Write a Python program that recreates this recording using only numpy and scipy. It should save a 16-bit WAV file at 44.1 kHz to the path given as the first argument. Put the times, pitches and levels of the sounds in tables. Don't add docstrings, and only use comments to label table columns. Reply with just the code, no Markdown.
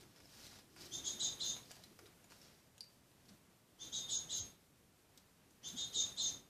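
import sys
import numpy as np
from scipy import signal
from scipy.fft import rfft, irfft, next_fast_len
from scipy.io import wavfile
from scipy.ndimage import uniform_filter1d, map_coordinates

SR = 44100
rng = np.random.default_rng(int(sys.argv[2]) if len(sys.argv) > 2 else 0)


def store_wav(level_fs):
    pcm = np.round(np.clip(np.atleast_2d(level_fs), -1, 1) * 32767)
    wavfile.write(sys.argv[1], SR, pcm.T.astype(np.int16))


def invert_db(x):
    u = np.asarray(x, float) / 20
    return 10 ** u


N = 286191
T = np.arange(N) / SR

# (start [s], length [s], first-order lines [dB], second-order lines [dB], arch top [Hz])
BEGGING_NOTES = [(0.907, 0.0895, -47, -40.5, 3670), (1.032, 0.098, -42.5, -37.5, 3811),
                 (1.181, 0.115, -38.5, -35.5, 4028), (1.386, 0.14, -39, -39.5, 4120),
                 (3.785, 0.089, -49.5, -48, 3617), (3.912, .108, -43, -42, 3900),
                 (4.076, 0.12, -40, -38, 4053), (4.282, .12, -41.5, -38.5, 4068),
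                 (5.627, 0.09, -46, -43.5, 3538), (5.755, .105, -42, -44.5, 3889),
                 (5.921, 0.14, -38.5, -37.5, 3974), (6.161, .144, -38.5, -38, 4244)]
# (upper voice [Hz], lower voice [Hz], push peak [share of note],
# swell up to it [dB], upper voice at the arch [dB])
PHRASE_PLACES = [
    (3570, 3207, 0.32, 3.5, 2),
    (3645, 3288, .5, 2, -1.7),
    (3630, 3292, .64, 7, -2.1),
    (3612, 3262, 0.81, 8, 1),
]
VOICE_LINES = [(1, 0), (0, 1), (2, -1), (3, -2), (-1, 2), (2, 0), (1, 1), (0, 2), (-1, 3), (3, -1), (3, 0),
               (2, 1), (1, 2), (0, 3), (2, 2), (1, 3), (3, 1)]
ARCH_LINE_DB = [0, -4.5, -14.5, -38, -14.5, -5.5, -14, -3, -11.5, -28, -27, -36, -29.5, -33, -40, -61,
                -32.5]
LOCKED_LINE_DB = [-.8, -11, -7.5, -21, -15, -11.5, -7.5, 1.8, -5, -17.5, -29.5, -44, -31, -26.5, -35, -26,
                  -42]
# (frequency [Hz], level [dB])
BREATH_SPECTRUM = [(2300, -58), (2900, -1), (4000, -8.5), (5200, 7), (7000, -9), (8000, -22), (8600, -2),
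                   (14000, -37.5)]
# (frequency [Hz], gain [dB])
THROAT_GAIN = [(2300, -26), (2800, -9.5), (3200, -3.5), (3600, -2), (4300, 1.5), (5200, -4.5), (6500, -0.5),
               (7400, 0), (8100, -0.5), (8500, -23), (9500, -1.5), (14000, 0.5)]
# (start [s], hold [s], level [dB], rise time per 20 dB [s], fall time per 20 dB [s])
SHAKING_BOUTS = [(.001, 0.021, -68.5, -8.34, .021), (.244, 0.044, -71, 0.5, 0.58),
                 (.36, .234, -63.5, 0.3, .025), (.775, .021, -64, .04, 0.4), (.82, .035, -59.5, .1, .05),
                 (1.6, 0.093, -75, .021, .11), (1.708, .003, -65.5, 0.3, 0.33),
                 (2.3, 0.015, -66.5, 0, 0.14), (2.428, .03, -67, 0.1, 0.22)]
# (time [s], level [dB])
WING_FLICKS = [(1.84, -58), (1.992, -66.5), (2.066, -63.5), (3.258, -71), (3.293, -62), (5.18, -63),
               (5.64, -61.5)]
# (frequency [Hz], level [dB])
FEATHER_SPECTRUM = [(900, -24), (1400, -4.5), (2300, -7), (3300, -4.5), (4600, 0.5), (5600, 0.5),
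                    (6800, -6), (8500, -11.5), (11000, -15), (14500, -17)]
# (time [s], peak [dB], ring [Hz], ring level [dB])
CLAW_TICKS = [(.0314, -59, 6130, 0.5), (.1612, -60, 5300, 3), (.2029, -59, 5160, 4.18),
              (.256, -64, 5150, 15), (.5304, -58, 3950, 0.5), (.5884, -56.5, 3640, 1.2),
              (.7638, -54, 5030, -6.68), (1.5654, -51, 3624, 7), (1.7087, -51, 4770, 1),
              (1.7665, -58.5, 4650, 6), (1.9906, -52.5, 5070, -5), (2.0584, -59, 3810, 6),
              (2.071, -65, 4940, -6), (2.243, -62, 6850, 7), (2.308, -60, 4260, 6), (2.32, -53.5, 4480, -2),
              (3.115, -68, 4030, 4), (3.2954, -65, 5230, 4.36)]
# (time [s], peak [dB], ring [Hz], ring level [dB])
DROP_TICKS = [(.0097, -52, 3910, -8), (0.4368, -61, 4140, 13.5), (.4668, -49.5, 4150, 2),
              (1.715, -44, 4700, -13), (1.8381, -49.5, 4100, 2.5), (2.4157, -58, 5460, 8),
              (2.7802, -51.5, 6695, -.5), (2.8073, -45.5, 4695, 12.5), (2.8416, -55, 4700, -7),
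              (3.2842, -61, 4330, 5), (5.1757, -52.5, 3900, -1), (5.5081, -62, 6790, -1.2),
              (5.6874, -47, 3670, 8.5)]
# (frequency [Hz], level [dB])
CRACK_SPECTRUM = [(1500, -23), (3000, -1), (6000, -0.5), (10000, -4.5), (14000, -10)]
# (frequency [Hz], level [dB])
KNOCK_SPECTRUM = [(250, -27), (600, -4), (1200, -12.5), (2400, -11), (4500, -36)]
# (time [s], peak [dB], pitch [Hz], length [s])
AIR_THUMPS = [(5.75, -49.5, 199, 0.047), (4.42, -53, 84, 0.0525), (5.98, -56, 404, 0.0474),
              (3.32, -59.5, 207, 0.048), (2.04, -62, 390, 0.092), (1.8, -66, 680, 0.03),
              (1.9, -63, 250, 0.086), (1.15, -58, 230, 0.044), (.98, -60.5, 335, 0.52),
              (.03, -64.5, 330, 0.094)]
# (delay [s], level [dB])
WALL_ECHOES = [(.0042, -5), (.0078, -13), (.011, -14.5), (.016, -27), (.023, -15.5)]
# (frequency [Hz], time to fall 60 dB [s])
ROOM_DECAY = [(300, 0.26), (3500, 0.3502), (7000, 0.24), (13000, 0.12)]
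# (frequency [Hz], level [dB])
ROOM_NOISE_SPECTRUM = [(12, -27), (20, -18), (27, -13.5), (114, -3.5), (262, -7), (407, -11), (442, -12),
                       (883, -17), (1160, -18.5), (1710, -20), (2980, -22.5), (3930, -24.5), (14800, -29.5)]
# (time [s], room noise level [dB])
HOUSE_STIR = [(0, 2.5), (.6, 1.5), (1.9, 1.5), (2.45, 2.5), (2.7, 0.2), (3.35, 1), (3.65, -0.6), (5, 0.24),
              (6.49, 0.5)]


def unit(x):
    return x / np.sqrt(np.mean(x ** 2) + 1e-20)


def along(points, hz):
    f, v = np.transpose(points)
    return np.interp(np.log(hz + 1), np.log(f + 1), v)


def wobble(rate, size=N):
    knots = rng.standard_normal(int(size * rate / SR) + 4)
    return map_coordinates(knots, [np.arange(size) * rate / SR])


def coloured(x, gain):
    m = next_fast_len(len(x) + 8192)
    return unit(irfft(rfft(x, m) * gain(np.fft.rfftfreq(m, 1 / SR)), m)[:len(x)])


def fade(t, edge):
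    return np.clip(np.minimum(t - t[0], t[-1] - t) / edge, 0, 1)


def begging():
    out = np.zeros(N)
    for (start_s, *row), place in zip(BEGGING_NOTES, PHRASE_PLACES * len(BEGGING_NOTES)):
        sound = note(*row, *place)
        out[round(start_s * SR):][:len(sound)] += invert_db(-2.5) * sound
    return irfft(rfft(out) * invert_db(along(THROAT_GAIN, np.fft.rfftfreq(N, 1 / SR))), N)


def note(length, first_db, second_db, top_hz, upper_hz, lower_hz, peak_share, swell_db, lead_db):
    t = np.arange(round(length * SR)) / SR
    top_s, breath_db = 0.033, -14.5
    push = top_hz / upper_hz - 1
    firm = min(push, 0.12)
    upper = arch(t, top_s, top_hz, upper_hz, depth=0.13 + 1.3 * firm, settle=0.007)
    lower_top_hz = lower_hz + 0.6 * (top_hz - upper_hz)
    lower = arch(t, top_s + 0.005, lower_top_hz, lower_hz, depth=0.08 + 0.55 * firm, settle=0.009)
    locked = np.clip((t - top_s - 0.004) / 0.0094, 0, 1)
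    jitter = 0.008 + 0.01 * np.clip(1 - t / top_s, 0, 1)
    turns = []
    for hz in (upper, lower):
        unsteady_hz = hz * (1 + 0.003 * wobble(60, len(t)) + jitter * wobble(700, len(t)))
        turns.append(2 * np.pi * np.cumsum(unsteady_hz) / SR)
    first_shape_db, second_shape_db = effort(t, length, peak_share, swell_db)
    first, second = invert_db(first_db + first_shape_db), invert_db(second_db + second_shape_db)
    breath = coloured(rng.standard_normal(len(t)), lambda hz: invert_db(along(BREATH_SPECTRUM, hz)))
    tone = invert_db(breath_db) * (first + second) * breath
    for (m, n), early_db, db in zip(VOICE_LINES, ARCH_LINE_DB, LOCKED_LINE_DB):
        if (m, n) == VOICE_LINES[0]:
            early_db = early_db + lead_db
        if m > 1:
            early_db = early_db + 60 * (firm - 0.12)
        level_db = early_db + locked * (db - early_db) + 3 * wobble(68.0, len(t))
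        strength = first if m + n == 1 else second
        line = np.sin(m * turns[0] + n * turns[1] + rng.uniform(0, 2 * np.pi))
        tone += strength * invert_db(level_db) * line
    return tone * fade(t, 0.0034)


def arch(t, top_s, top_hz, rest_hz, depth, settle):
    rise = top_hz * (1 - depth * np.clip(1 - t / top_s, 0, 1) ** 1.2)
    sunk = 1 - np.exp(-(np.maximum(t - top_s, 0) / settle) ** 2)
    return rise + (rest_hz - top_hz) * sunk


def effort(t, length, peak_share, swell_db):
    attack_s, first_attack_db, second_attack_db = 0.02924, 24, 16.5
    first_release_db, second_release_db = 11.5, 17.5
    peak_s = max(peak_share * length, attack_s + 0.002)
    s = [attack_s, peak_s, length]
    sag_db = 74 * (peak_s - attack_s)
    shut = np.clip(1 - t / attack_s, 0, 1) ** 1.83
    first_db = np.interp(t, s, [0, -sag_db, -sag_db - first_release_db]) - first_attack_db * shut
    second_db = np.interp(t, s, [-swell_db, 0, -second_release_db]) - second_attack_db * shut
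    return first_db, second_db


def rustle():
    sparks = rng.standard_normal(N) * invert_db(3.2 * wobble(900) + 1.7 * wobble(45))
    grains = coloured(sparks, lambda hz: invert_db(along(FEATHER_SPECTRUM, hz)))
    flick_rise_s, flick_fall_s = 0.0123, 0.0098
    moves = SHAKING_BOUTS + [(s, 0, db, flick_rise_s, flick_fall_s) for s, db in WING_FLICKS]
    t = T[::32]
    level_db = []
    for s, hold, db, rise, fall in moves:
        before_db = 20 * np.maximum((s - t) / rise, 0)
        after_db = 20 * np.maximum((t - s - hold) / fall, 0)
        level_db.append(db - before_db - after_db)
    return invert_db(-0.5 + np.interp(T, t, np.max(level_db, axis=0))) * grains


def ticks():
    out, t = np.zeros(N), np.arange(SR // 6) / SR
    claw_knock_db, drop_knock_db = 1.1, -18.5
    contacts = [(*row, claw_knock_db) for row in CLAW_TICKS]
    contacts += [(*row, drop_knock_db) for row in DROP_TICKS]
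    ring_decay = invert_db(-60 * t / 0.0093) + invert_db(-27.5 - 60 * t / 0.13)
    ring_shape = ring_decay * (1 - np.exp(-t / 0.00034))
    crack_shape = invert_db(-1.0 - 60 * t / 0.0022) + invert_db(-9.5 - 60 * t / 0.023)
    for s, db, ring_hz, ring_db, knock_db in contacts:
        crack = coloured(rng.standard_normal(len(t)), lambda hz: invert_db(along(CRACK_SPECTRUM, hz)))
        knock = coloured(rng.standard_normal(len(t)), lambda hz: invert_db(along(KNOCK_SPECTRUM, hz)))
        ring = np.sin(2 * np.pi * ring_hz * t) * invert_db(ring_db) * ring_shape
        dull = invert_db(knock_db - 2.5 - 60 * t / 0.025) * knock
        out[round(s * SR):][:len(t)] += invert_db(db) * (crack_shape * crack + ring + dull)
    return out


def thumps():
    out = np.zeros(N)
    for s, db, hz, length in AIR_THUMPS:
        near = abs(T - s) < 0.6
        t = T[near] - s
        turn = 2 * np.pi * hz * t + 2.2 * wobble(hz / 3, len(t))
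        out[near] += invert_db(db) * np.exp(-(t / length) ** 2 * 4) * np.sin(turn)
    return out


def room(x, wet_db):
    out, step = x.copy(), SR // 2
    for s, db in WALL_ECHOES:
        out[round(s * SR):] += invert_db(db) * x[:-round(s * SR)]
    for a in range(0, N, step):
        hz, t, z = signal.stft(rng.standard_normal(step), SR, nperseg=256)
        decay = invert_db(-60 * t / along(ROOM_DECAY, hz)[:, None])
        tail = signal.istft(z * decay, SR, nperseg=256)[1]
        tail = tail * np.clip(np.arange(len(tail)) / (0.0165 * SR), 0, 1)
        echo = signal.fftconvolve(x[a:a + step], tail / np.linalg.norm(tail))
        out[a:a + len(echo)] += invert_db(wet_db) * echo[:N - a]
    return out


def gate(sound):
    threshold_db, knee_db, span_db = -67.5, 3.5, 16.5
    listen_s, glide_s, lag_s = 0.031, 0.068, 0.015
    power = uniform_filter1d(sound ** 2, round(listen_s * SR), mode="nearest")
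    over_db = 10 * np.log10(abs(power) + 1e-12) - threshold_db
    opening = np.tanh(knee_db * np.logaddexp(0, over_db / knee_db) / span_db)
    return np.interp(T - lag_s, T, uniform_filter1d(opening, round(glide_s * SR), mode="nearest"))


def background(opening):
    def hum(hz):
        return 1 / (1 + (hz / 500) ** 4)

    def murmur(hz):
        return 1 / (1 + (500 / (hz + 1)) ** 4) / (1 + (hz / 4000) ** 4)

    def hiss(hz):
        return 1 / (1 + (4000 / (hz + 1)) ** 4)

    # (power share, level with gate shut [dB], gain with gate open [dB], lift [dB])
    bands = [(hum, -73, 11.5, 0.5), (murmur, -78, 13.5, 2.5), (hiss, -80, 14.5, 6)]
    stir_db = np.interp(T, *np.transpose(HOUSE_STIR))
    out = 0
    for share, shut_db, open_db, lift_db in bands:
        noise = coloured(rng.standard_normal(N),
                         lambda hz: invert_db(along(ROOM_NOISE_SPECTRUM, hz)) * np.sqrt(share(hz)))
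        level_db = shut_db + stir_db + open_db * opening + lift_db + 0.9 * wobble(14)
        out = out + invert_db(level_db) * noise
    return out


def thin_faint_bands(x, reach_db, scatter_db):
    hz, t, z = signal.stft(x, SR, nperseg=2048, noverlap=1536)
    band_db = 10 * np.log10(uniform_filter1d(abs(z) ** 2, size=9, axis=1) + 1e-20)
    luck = uniform_filter1d(rng.standard_normal(z.shape), size=13, axis=1)
    luck = uniform_filter1d(luck, size=5, axis=2)
    bar_db = band_db.max(axis=1, keepdims=True) - reach_db + scatter_db * unit(luck)
    bar_db = bar_db - 12000 / (hz[:, None] + 300)
    keep = 1 / (1 + invert_db(np.clip(4 * (bar_db - band_db), -60, 60)))
    return signal.istft(z * keep, SR, nperseg=2048, noverlap=1536)[1][:, :N]


def scene():
    calls = room(begging(), wet_db=-2.0)
    feathers, pushes = rustle(), thumps()
    opening = gate(calls + invert_db(2.5) * feathers + pushes)
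    dish = room(ticks() + feathers, wet_db=-10)
    return (calls + dish + pushes + background(opening))[None]


def top_cut(x):
    return signal.sosfilt(signal.butter(12, 15030, fs=SR, output="sos"), x)


def record(dry):
    limited = irfft(rfft(dry) * (np.fft.rfftfreq(N, 1 / SR) < 14600), N)
    thinned = thin_faint_bands(limited, reach_db=32, scatter_db=4.5)
    return top_cut(thinned)


dry = scene()
out = record(dry)
store_wav(out)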